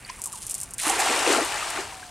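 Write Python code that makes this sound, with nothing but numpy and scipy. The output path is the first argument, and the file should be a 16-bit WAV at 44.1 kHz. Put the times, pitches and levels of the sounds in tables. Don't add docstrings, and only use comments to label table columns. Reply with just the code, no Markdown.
import sys
import numpy as np
from scipy import signal
from scipy.io import wavfile

SR = 44100
rng = np.random.default_rng(int(sys.argv[2]) if len(sys.argv) > 2 else 0)


def waveform_to_disk(signal):
    frames = np.transpose(np.atleast_2d(signal))
    scaled = np.clip(frames, -1, 1) * 32767
    samples = np.round(scaled).astype(np.int16)
    wavfile.write(sys.argv[1], SR, samples)


N = 92610
T = np.arange(N) / SR


def from_db(db):
    return 10 ** (np.asarray(db) / 20)


def rms_one(x):
    return x / np.sqrt(np.mean(x ** 2) + 1e-20)


def in_time(rows):
    times, *columns = np.transpose(rows)
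    return [np.interp(T, times, column) for column in columns]


def level(rows):
    return from_db(in_time(rows)[0])


def band(x, low_hz, high_hz):
    sos = signal.butter(2, [low_hz, min(high_hz, .48 * SR)], "band", fs=SR, output="sos")
    return signal.sosfilt(sos, x + 1e-18)


def pan(left_minus_right_db):
    return from_db(np.array([[.5], [-.5]]) * left_minus_right_db)


def impacts(per_s, spread_db):
    sizes = from_db(spread_db * np.minimum(rng.exponential(1, N), 4))
    return rms_one(sizes * rng.choice([-1, 1], N) * (rng.random(N) < per_s / SR))


def cloud(colour, low_hz, high_hz, per_s, spread_db, wash, crack, side_db, bands):
    edges = np.geomspace(low_hz, high_hz, bands + 1)
    hz, db = np.transpose(colour)
    cracks = impacts(per_s, spread_db)
    out = 0
    for k, (low, high) in enumerate(zip(edges, edges[1:])):
        grains = impacts(per_s, spread_db)
        mid = rms_one(grains + wash * rng.standard_normal(N) + crack * (-1) ** k * cracks)
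        side = from_db(side_db) * rng.standard_normal(N)
        gain = from_db(np.interp(np.log(low * high) / 2, np.log(hz), db))
        out = out + gain * band(np.array([mid + side, mid - side]), low, high)
    return rms_one(out)


def bank_echo(x, echo_db, t60_s):
    tail = band(rng.standard_normal((2, N)), 400, 8000) * from_db(-60 * T / t60_s) * (T > .004)
    tail = rms_one(tail) * np.sqrt(.5 / N)
    return x + from_db(echo_db) * signal.fftconvolve(np.atleast_2d(x), tail, axes=1)[:, :N]


def open_air():
    # frequency_hz, density_db
    colour = [(35, -1.5), (100, -3.5), (300, -14.5), (1200, -24), (3000, -25.5), (9000, -25.5),
              (16000, -41)]
    bed = cloud(colour, 28, 16000, per_s=5000, spread_db=1, wash=2, crack=0, side_db=-21, bands=16)
    return from_db(-50) * bed


def distant_calls():
    # time_s, pitch_hz, level_db
    far_note = [(1.87, 793, -46), (2.1, 708, -48.5)]
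    # start_s, peak_db
    chirps = [(.178, -44.5), (0.253, -42.5), (0.327, -40.5), (0.621, -53)]
    top_hz, end_hz, fall_s, swell_s = 1394, 810, .01726, .013
    note_hz, note_db = in_time(far_note)
    out = from_db(note_db) * np.sin(2 * np.pi * np.cumsum(note_hz) / SR) * (T > far_note[0][0])
    for start, db in chirps:
        age = np.maximum(T - start, 0)
        glide_hz = end_hz + (top_hz - end_hz) * np.exp(-age / fall_s)
        waver = 1 + .02 * rms_one(band(rng.standard_normal(N), 27, 190))
        envelope = from_db(db) * age / swell_s * np.exp(1 - age / swell_s)
        out += envelope * np.sin(2 * np.pi * np.cumsum(glide_hz * waver) / SR)
    return out


def sinker_clicks():
    # start_s, relative_db
    clinks = [(0.218, -18), (0.2398, -16), (0.258, -15.5), (0.2731, -22.5), (0.328, -23.5), (0.4672, -18),
              (0.4976, -19), (0.5105, -14.5), (0.543, -14), (0.551, -19.5), (0.581, -22.5), (0.6024, -21),
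              (0.614, -18), (0.633, -17.5), (0.708, -27.5), (0.7371, -20), (0.7822, -20), (1.449, -19),
              (1.703, -20)]
    # pitch_hz, gain_db
    modes = [(7300, -3.5), (8500, 11.5), (9900, 2.5)]
    contacts, rebound_s, rebound_loss_db = 5, .0028, 3.5
    t60_s, trim_db = .0016, -7
    starts, first_db = np.transpose(clinks)[:, :, None]
    gaps = rebound_s * rng.uniform(.4, 1.6, (len(clinks), contacts))
    hit_s = starts + np.cumsum(gaps, axis=1) - gaps[:, :1]
    hit_db = first_db + trim_db - rebound_loss_db * np.arange(contacts)
    decay = from_db(-60 / (t60_s * SR))
    ringing = 0
    for hz, mode_db in modes:
        hits = np.zeros(N)
        hits[(hit_s * SR).astype(int)] = from_db(hit_db + mode_db + rng.normal(0, 1.5, hit_s.shape))
        resonator = [1, -2 * decay * np.cos(2 * np.pi * hz / SR), decay ** 2]
        ringing = ringing + signal.lfilter([.5, 0, -.5], resonator, hits + 1e-18)
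    return band(ringing, 5000, 12500) * pan(1)


def sinker_rattle():
    # time_s, level_db
    jostle = [(0, -54), (.15, -49), (.27, -43.5), (.305, -46.5), (.335, -38), (.39, -44.5), (.425, -38.5),
              (.455, -42.5), (.51, -38.5), (.635, -44.5), (.66, -47), (.775, -57), (.787, -32.5),
              (.89, -27.5), (1.1, -55.5)]
    # frequency_hz, density_db
    colour = [(3000, -8), (5000, -7.5), (8300, 0), (10000, 7), (12000, -22.5), (16000, -8)]
    rattle = cloud(colour, 2420, 14330, per_s=1900, spread_db=6.5, wash=.26, crack=1, side_db=-17, bands=10)
    return level(jostle) * rattle


def slaps():
    # centre_s, level_db, centre_hz, width_s
    bursts = [(0.096, -38, 2200, 0.0062), (0.1, -38, 5300, 0.0034), (0.1, -50.5, 2120, 0.083),
              (0.799, -35.5, 2100, 0.0084), (.899, -21, 7700, 0.0038), (1.001, -25.5, 7500, 0.0099),
              (1.002, -23.5, 1910, 0.0018), (1.265, -18.5, 2210, 0.0012)]
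    out = 0
    for centre_s, db, hz, width_s in bursts:
        envelope = from_db(db) * np.exp(-.5 * ((T - centre_s) / width_s) ** 2)
        droplets = band(impacts(per_s=6600, spread_db=2.2), hz / 1.24, hz * 1.31)
        out = out + envelope * rms_one(droplets)
    return out


def large_bubbles():
    # start_s, pitch_hz, level_db
    bubbles = [(.049, 4550, -13), (0.097, 997, -19.5), (.865, 870, -15.5), (0.867, 300, -21.5),
               (.900, 770, -10), (.929, 910, -13.5), (.993, 750, -11.5), (1.020, 830, -13.5),
               (1.061, 753, -11), (1.096, 255, -28.5), (1.272, 484, -12.5), (1.29, 388, -13),
               (1.347, 1357, -6.5), (1.383, 648, -14), (1.413, 311.5, -21.5), (1.552, 800, -22),
               (1.625, 1227, -12), (1.786, 369.5, -24), (1.922, 940, -26), (2.028, 1590, -22)]
    t60_cycles, swell_s, rise_per_s = 34, .003, 3.2
    out = np.zeros(N)
    for start, hz, db in bubbles:
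        age = np.maximum(T - start, 0)
        envelope = from_db(db - 60 * age * hz / t60_cycles) * (1 - np.exp(-age / swell_s))
        out += envelope * np.sin(2 * np.pi * hz * age * (1 + rise_per_s * age / 2))
    return out


def splash():
    # time_s, level_db
    spray_curve = [(.779, -92), (.783, -39), (.87, -31.5), (.98, -32), (1.01, -28.5), (1.06, -27.5),
                   (1.24, -29), (1.32, -24.5), (1.41, -32.5), (1.81, -36.5), (1.88, -44), (2.1, -49.5)]
    plop_curve = [(.78, -53), (.79, -55), (.825, -40), (.86, -26), (.97, -29.5), (1.01, -26), (1.24, -26),
                  (1.34, -23.5), (1.47, -31.5), (1.55, -29.5), (1.71, -35), (1.785, -30.5), (1.85, -39.5),
                  (2.1, -51)]
    gulp_curve = [(.82, -64), (.85, -48), (.88, -38.5), (.95, -37.5), (1.06, -39.5), (1.11, -31),
                  (1.25, -41), (1.285, -25.5), (1.41, -30), (1.47, -46.5), (1.72, -50.5), (1.77, -42),
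                  (1.85, -49.5), (2.1, -68)]
    # frequency_hz, density_db
    spray_colour = [(3000, 0.5), (4000, -0.5), (6200, -3), (8200, 0), (9800, -6), (11800, -16),
                    (16000, -31)]
    bubble_colour = [(250, -8.5), (408, 1.5), (568, -8.5), (768, -2.5), (1660, -7.5), (3000, -9)]
    spray = cloud(spray_colour, 2800, 15700, per_s=1100, spread_db=4.5,
                  wash=.71, crack=.56, side_db=-14.5, bands=12)
    plops = cloud(bubble_colour, 575, 2960, per_s=380, spread_db=2.5,
                  wash=.39, crack=.31, side_db=-14.5, bands=11)
    gulps = cloud(bubble_colour, 220.6, 588, per_s=200, spread_db=2.5,
                  wash=.36, crack=.26, side_db=-22, bands=5)
    return level(spray_curve) * spray + level(plop_curve) * plops + level(gulp_curve) * gulps


def scene():
    # time_s, left_minus_right_db
    splash_pan = [(.95, -0.5), (1.25, 2.5), (2.1, 2.1)]
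    water = (splash() + large_bubbles() + slaps()) * pan(in_time(splash_pan)[0])
    birds = bank_echo(distant_calls(), echo_db=-10.5, t60_s=.54)
    sinkers = sinker_clicks() + sinker_rattle()
    return bank_echo(water + sinkers, echo_db=-15.5, t60_s=.11) + birds + open_air()


def record(dry):
    return signal.sosfilt(signal.cheby2(16, 60, 16600, fs=SR, output="sos"), dry)


dry = scene()
out = record(dry)
waveform_to_disk(out)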